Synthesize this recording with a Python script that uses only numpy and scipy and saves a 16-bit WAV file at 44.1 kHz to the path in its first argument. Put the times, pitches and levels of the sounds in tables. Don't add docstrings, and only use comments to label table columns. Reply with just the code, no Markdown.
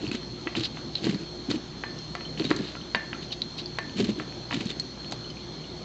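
import sys
import numpy as np
from scipy import signal
from scipy.fft import rfft, irfft
from scipy.io import wavfile
from scipy.ndimage import uniform_filter1d

SR = 44100
rng = np.random.default_rng(int(sys.argv[2]) if len(sys.argv) > 2 else 0)


def master(y):
    cut = np.clip(np.atleast_2d(y).T, -1, 1)
    pcm = np.round(cut * 32767)
    wavfile.write(sys.argv[1], SR, pcm.astype(np.int16))


def gain_from_db(level_db):
    decades = np.asarray(level_db, float) / 20
    return 10 ** decades


N = 257544

# (frequency [Hz], level per hertz [dB])
AIR = [(15, -43), (25, -14.5), (150, -6), (201, -1), (345, -3), (452, -9), (1970, -22), (2390, -22),
       (2640, -23.5), (3370, -18), (3810, -18.5), (4310, -15), (4640, -25.5), (6230, -21), (8780, -37),
       (11400, -81.5), (19300, -120)]
# (frequency [Hz], width [Hz], rms level [dB])
HUM = [(121, 19.6, -51.5), (155, 10.7, -49.5), (356.9, 13.6, -51.5)]
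# (frequency [Hz], width [Hz], rms level [dB])
WHISTLES = [(3208, 25, -63), (3483, 30, -63), (4060, 60, -62), (4166, 16, -54.5), (4227, 9, -52.5),
            (4283, 25, -56), (4368, 25, -53.5), (4450, 50, -61), (4988, 25, -67), (6150, 100, -67)]
# (hardest pressure [s], release [s], grind level [dB], jaw rumble level [dB])
STROKES = [(.022, 0.04, -45.5, -29), (0.069, .07, -41.5, -23.5), (0.148, 0.04, -34.5, -30),
           (0.57, 0.025, -30, -21.5), (0.614, 0.075, -36, -31.5), (0.65, 0.028, -25, -58),
           (.775, 0.048, -42, -33.5), (.982, 0.071, -38.5, -62), (1.547, .03, -36, -23.5),
           (1.048, .03, -36.5, -15.5), (1.088, .09, -35.5, -15.5), (1.216, 0.049, -45, -25),
           (1.513, .03, -30, -15), (2.403, 0.04, -36, -15), (2.453, 0.028, -34, -18.5),
           (2.508, 0.055, -36.5, -22), (2.597, 0.067, -42.5, -16.5), (2.68, 0.099, -38.5, -49.5),
           (3.236, .04, -40.5, -57), (3.327, .018, -27.5, -50), (3.594, .032, -31.5, -56),
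           (4.002, 0.06, -31, -14.5), (4.051, 0.017, -36.5, -22.5), (4.094, .045, -35, -19),
           (4.198, 0.058, -42.5, -27), (4.544, 0.055, -30, -19.5), (4.612, 0.026, -32, -20.5),
           (4.67, 0.049, -37.5, -42), (4.708, 0.027, -33.5, -30), (5.124, 0.024, -37.5, -28)]
# (frequency [Hz], level [dB])
GRIT = [(260, -44.5), (450, -9), (768, -21.5), (3130, -5), (3410, -15.5), (3960, -14.5), (5680, -15.5),
        (7380, -13.5), (8780, -28), (11400, -72), (19300, -120)]
# (frequency [Hz], width [Hz], level [dB])
JAW = [(139, 52, -4.5), (202.6, 45, 2), (297.2, 58.4, 2.5), (336, 38.5, -9)]
# (frequency [Hz], t60 [s])
ROOM_DECAY = [(200, 0.34), (800, 0.4), (2000, 0.52), (4000, 0.11), (8000, 0.014)]
# (time [s], peak level [dB], pitch [Hz], t60 [s])
THUDS = [(0.025, -23.5, 304, 0.1), (0.073, -22, 130, 0.07), (0.114, -3, 275, 0.017),
         (0.146, -9, 248, 0.031), (0.464, -14.5, 336, 0.048), (0.571, -23, 336, 0.14),
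         (0.603, -21, 319, 0.11), (1.04, -14.5, 322, 0.08), (1.064, -11.5, 311, 0.061),
         (1.09, -6, 196, 0.039), (1.144, -15.5, 180, 0.055), (1.206, -22.5, 337, 0.075),
         (1.483, -18.5, 269.6, 0.14), (1.503, -11, 246, 0.034), (1.536, -17.5, 315, 0.092),
         (1.553, -22, 245, 0.1), (2.445, -22, 260, 0.12), (2.507, -3, 301, 0.042),
         (2.591, -12.5, 283, 0.048), (2.958, -22.5, 216, 0.066), (3.973, -20.5, 206, 0.08),
         (3.992, -18, 228, 0.12), (4.03, -16.5, 240, 0.084), (4.044, -21.5, 327, 0.11),
         (4.085, -14, 212.4, 0.12), (4.177, -21, 327, 0.06), (4.538, -17, 275, 0.083),
         (4.569, -10.5, 206, 0.039), (4.606, -19, 236, 0.069), (4.657, -10, 207, 0.038)]
# (time [s], bone level [dB], tooth level [dB], contact place [-1 blunt to 1 sharp edge])
CRUNCH = [(.0473, -46, -39, -1.1), (.0665, -41, -31.5, -1.1), (.1152, -28, -27, 0.29),
          (.1484, -29, -35.5, 0.43), (.5692, -31, -29, 0.18), (.5964, -41, -26, 0.2),
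          (1.043, -35, -20, -0.34), (1.0685, -22.5, -31, 0.21), (1.0964, -29, -25.5, -0.36),
          (1.1449, -30, -29, 0), (1.5128, -26, -19.5, 0.11), (2.375, -34.5, -33.5, -.9),
          (2.397, -27, -18.5, -0.45), (2.4204, -32, -33, -0.98), (2.4434, -31.5, -24, -.1),
          (2.5052, -21, -23.5, 0.088), (2.5632, -55, -23.5, 0.32), (2.5888, -37, -30.5, -0.24),
          (3.975, -44, -28, -0.49), (4.0028, -35, -19.5, -0.41), (4.045, -30, -32, -0.062),
          (4.5266, -18, -30, -1.1), (4.6059, -40, -25, -0.64), (4.6563, -45, -33, .55),
          (4.7035, -39, -38.5, 0.64)]
# (time [s], bone level [dB], tooth level [dB], #
MORE_CONTACTS = [(.231, -38, -41, -.1), (0.4719, -19, -27, -1), (0.5519, -21.5, -24, -1.1), (0.7709, -26, -39, -.6),
                 (0.9527, -36, -18.5, -0.29), (1.8372, -17.5, -30, -0.64), (2.1518, -18, -30, 0.28),
                 (2.208, -30, -32, -0.6), (2.5124, -11.5, -26, -0.53), (2.7524, -26, -40, -0.89),
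                 (2.9477, -7.5, -12.5, -0.49), (2.9564, -39, -32.5, 0.38), (3.1301, -23.5, -31.5, -1),
                 (3.418, -39, -27, -0.56), (3.581, -48, -28, 0), (3.7862, -13, -26, 0.28), (3.895, -46, -30, -0.5),
                 (4.1984, -20.5, -36.5, -0.9), (4.3237, -36.5, -37, -.7), (4.5098, -19.5, -28, -0.86),
                 (4.7979, -44, -24.5, 0.47), (5.1219, -27, -22.5, 0.28)]
# (lowest [Hz], highest [Hz], t60 [s], level [dB])
PARTS = [(1154, 1900, 0.0085, 0.5), (603, 1200, 0.03, 4.5), (2520, 3100, 0.02, 1.5),
         (3800, 4600, 0.025, -1.5), (5650, 8020, 0.01, 9)]
# (time [s], peak level [dB], pitch [Hz], t60 [s])
PINGS = [(0.077, -28.5, 4400, 0.075), (0.1141, -22, 2580, 0.021), (0.4752, -23.5, 1970, 0.017),
         (0.955, -15, 4040, 0.028), (1.988, -25.5, 5550, 0.0077), (2.252, -31.5, 3080, 0.048),
         (2.452, -27, 3800, 0.067), (2.813, -31, 3120, 0.017), (3.131, -23, 2450, 0.014),
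         (3.308, -32, 3030, 0.028), (3.4191, -10, 4050, 0.012), (3.6592, -19.5, 4580, 0.013),
         (4.704, -22.5, 3620, 0.019), (4.7975, -17, 4270, 0.036), (5.046, -24, 3000, .005),
         (5.112, -24.5, 6500, 0.0071), (4.044, -21, 4200, 0.014), (3.327, -25, 3800, .03),
         (5.245, -39.5, 3020, 0.075), (5.302, -34.5, 5000, .04), (5.301, -35, 3060, 0.054),
         (5.37, -34, 2450, 0.017), (5.6416, -33.5, 2900, 0.027)]
# (time [s], peak level [dB], pitch [Hz], t60 [s])
PONGS = [
    (.574, -25, 250, .1),
    (.59, -28.5, 121.6, .13),
    (2.5117, -14.5, 377, .04),
    (2.512, -24.5, 1100, .047),
    (2.767, -36, 1395, .06),
    (3.146, -33, 1360, .037),
    (4.0, -17, 397, .08),
    (4.51, -28.5, 976, .053),
    (5.123, -27, 620, .042),
    (5.126, -31, 850, .04),
]
# (time [s], level [dB])
KNOCKS = [
    (1.835, -37),
    (2.153, -44),
    (2.513, -45),
    (2.948, -27),
    (3.786, -33.5),
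    (4.198, -47),
]
# (frequency [Hz], level [dB], t60 [s])
ANTLER = [(657, -11, .25), (880, -13, .15), (1100, -14, .15), (1459, -14, .12), (1635, -8, .2),
          (1749, -6, .22), (1815, -10, .15), (1779, 1.5, .36), (1860, -10, .12), (3079, -8, .05)]
# (frequency [Hz], level [dB])
LOW_CUT = [(50, -29.5), (90, -3), (140, -2.5), (500, -3)]
# (frequency [Hz], level [dB])
MIC = [(100, 1.5), (5000, 1), (6800, -2.5), (7800, -8.5), (8800, -16.5)]

AIR_DB, ROOM_DB = -39.5, -21
STEADY = 1.1
NARROW_HZ = 20
ATTACK_SHARE = 0.78
GRIND_ENDS_DB, RUMBLE_ENDS_DB = (-12.5, -17), (-15.5, -15)
OPEN_DB, SHUT_PER_DB = 1.5, 0.36
MOUTH_HZ, MOUTH_DROP_HZ = 4160, 800
BASE_DB, BONE_TIP_DB = -15.5, -16.5
TIP_PLACE, ENAMEL_PLACE, EDGE_PLACE = -1.2, 0.01, 1.0
TOOTH_FOCUS_DB = 22
CRUMBS_DB, CRUMBS_T60_S, CRUMBS_PER_S = -13, 0.06, 600


def evened(x):
    return x / np.sqrt(np.mean(x ** 2) + 1e-20)


def read(points, hz):
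    f, value = np.transpose(points)
    return np.interp(np.log(hz + 1), np.log(f + 1), value)


def coloured(x, points):
    gain = gain_from_db(read(points, np.fft.rfftfreq(len(x), 1 / SR)))
    return irfft(rfft(x) * gain, len(x))


def add(mix, s, sound):
    part = mix[round(s * SR):][:len(sound)]
    part += sound[:len(part)]


def resonate(x, hz, width):
    turn = np.exp(2j * np.pi * np.cumsum(hz * np.ones(len(x))) / SR)
    r = np.exp(-np.pi * width / SR)
    return 2 * (turn * signal.lfilter([1 - r], [1, -r], x / turn)).real


def struck(hz, t60, t):
    return np.sin(2 * np.pi * hz * t) * gain_from_db(-60 * t / np.maximum(t60, 1e-3))


def air():
    frames = N // 256 + 5
    a, b, patches = rng.standard_normal((frames, 513, 3)).T
    patches = uniform_filter1d(uniform_filter1d(patches, 10, 0), 12, 1)
    spectrum = (a + 1j * b) * gain_from_db(1.58 * evened(patches))
    noise = signal.istft(spectrum, nperseg=1024, noverlap=768)[1][:N]
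    return gain_from_db(AIR_DB - 3.5) * evened(coloured(noise, AIR))


def tones():
    t = np.arange(N) / SR
    out = gain_from_db(-52.0) * np.sin(2 * np.pi * 59.6 * t)
    for hz, width, db in HUM + WHISTLES:
        noise = rng.standard_normal(N)
        wavering = evened(resonate(resonate(noise, hz, width), hz, 2 * width))
        core = STEADY * np.sin(2 * np.pi * hz * t) * (width < NARROW_HZ)
        out += gain_from_db(db) * evened(core + wavering)
    return out


def grinding():
    out = np.zeros(N)
    draw, size, sign = rng.random(N), rng.exponential(1, N), rng.standard_normal(N)
    clumps = evened(uniform_filter1d(rng.standard_normal(N), 180))
    slips = (draw < 2500 / SR) * sign * gain_from_db(0.72 * np.minimum(size, 4) + 2.5 * clumps)
    grit = evened(coloured(evened(slips), GRIT))
    shakes = (draw > 1 - 250 / SR) * sign
    rumble = evened(sum(gain_from_db(db) * resonate(resonate(shakes, hz, w), hz, 2 * w) for hz, w, db in JAW))
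    for peak_s, release_s, grind_db, rumble_db in STROKES:
        s = np.array([peak_s - ATTACK_SHARE * release_s, peak_s, peak_s + release_s])
        at = np.arange(max(round(s[0] * SR), 0), round(s[-1] * SR))

        def swell(start, peak, end):
            return np.interp(at / SR, s, [start, peak, end])

        grind = gain_from_db(grind_db + swell(GRIND_ENDS_DB[0], 0, GRIND_ENDS_DB[1]))
        shake = gain_from_db(rumble_db + swell(RUMBLE_ENDS_DB[0], 0, RUMBLE_ENDS_DB[1]))
        mouth = gain_from_db(OPEN_DB - SHUT_PER_DB * (rumble_db - grind_db))
        mouth_hz = MOUTH_HZ - MOUTH_DROP_HZ / (1 + mouth) * swell(0, 1, 0)
        rub = 0.5 * grit[at] + sign[at]
        cavity = evened(resonate(resonate(rub, mouth_hz, 1250), mouth_hz, 1250))
        teeth = grind * evened(grit[at] + mouth * cavity)
        jaw = shake * gain_from_db(-8.5) * evened(rumble[at])
        out[at] += signal.windows.tukey(len(at), min(1, 600 / len(at))) * (teeth + jaw)
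    return out


def room(x):
    taps = np.zeros(SR // 2)
    at = np.arange(130, len(taps) - 20, 20)
    taps[at + rng.integers(0, 20, len(at))] = rng.choice([-1., 1.], len(at))
    hz, t, z = signal.stft(taps, SR, nperseg=128)
    t60 = np.maximum(read(ROOM_DECAY, hz), 0.02)[:, None]
    tail = signal.istft(z * gain_from_db(-60 * t / t60), SR, nperseg=128)[1]
    return signal.fftconvolve(x, tail / np.linalg.norm(tail))[:N]


def thuds():
    t, out = np.arange(SR // 5) / SR, np.zeros(N)
    swell = np.sin(np.pi / 2 * np.minimum(t / 0.0069, 1)) ** 2
    for s, db, hz, t60 in THUDS:
        blow = struck(hz * (1 + 0.16 * np.exp(-t / 0.0035)), t60, t)
        blow += 0.34 * struck(1.372 * hz, 0.49 * t60, t)
        add(out, s, gain_from_db(db) * blow * swell)
    return out


def ticks():
    t, out = np.arange(SR // 16) / SR, np.zeros(N)
    rise = np.sin(np.pi / 2 * np.minimum(t / 0.00072, 1)) ** 2
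    tooth_places = np.array([TIP_PLACE, ENAMEL_PLACE, EDGE_PLACE])
    for s, bone_db, tooth_db, contact in CRUNCH + MORE_CONTACTS:
        tip, enamel, edge = gain_from_db(tooth_db - TOOTH_FOCUS_DB * (contact - tooth_places) ** 2)
        bone = gain_from_db(bone_db)
        any_tip = np.hypot(tip, bone * gain_from_db(BONE_TIP_DB))
        gains = bone, bone * gain_from_db(BASE_DB), any_tip, enamel, edge
        for gain, (low_hz, high_hz, t60, part_db) in zip(gains, PARTS):
            spread = (np.arange(4) + rng.random(4)) / 4
            hz = low_hz + (high_hz - low_hz) * spread[:, None]
            add(out, s, gain * gain_from_db(part_db - 1.5) * rise * struck(hz, t60, t).sum(0))
    return out


def crumbs(x):
    t = np.arange(SR // 10) / SR
    grains = (rng.random(len(t)) < CRUMBS_PER_S / SR) * rng.standard_normal(len(t))
    trail = grains * gain_from_db(-60 * t / CRUMBS_T60_S) * (t > 0.003)
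    return gain_from_db(CRUMBS_DB) * signal.fftconvolve(x, trail / np.linalg.norm(trail))[:N]


def pings():
    t, out = np.arange(SR // 8) / SR, np.zeros(N)
    for s, db, hz, t60 in PINGS + PONGS:
        ping = struck(hz, t60, t)
        ping += 0.14 * struck(0.45 * hz, 0.23 * t60, t) + 0.15 * struck(0.99 * hz, 0.23 * t60, t)
        add(out, s, gain_from_db(db) * ping * np.minimum(t / 0.00035, 1))
    return out


def ringing():
    t, out = np.arange(SR // 2) / SR, np.zeros(N)
    ring = sum(gain_from_db(db) * struck(hz, t60, t) for hz, db, t60 in ANTLER) * np.minimum(t / 0.006, 1)
    for s, db in KNOCKS:
        add(out, s, gain_from_db(db) * ring)
    return out


def scene():
    background = air() + tones()
    knocks = ticks() + pings()
    dog = coloured(grinding() + thuds() + knocks + ringing(), LOW_CUT)
    echo = gain_from_db(ROOM_DB) * room(knocks + 0.5 * dog)
    return (background + dog + echo + crumbs(knocks))[None]


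def roll_off(x):
    return signal.sosfilt(signal.butter(12, 8930, fs=SR, output="sos"), x)


def record(dry):
    dull = coloured(dry[0], MIC + [(9300, -65.5)])[None]
    return roll_off(dull)


dry = scene()
out = record(dry)
master(out)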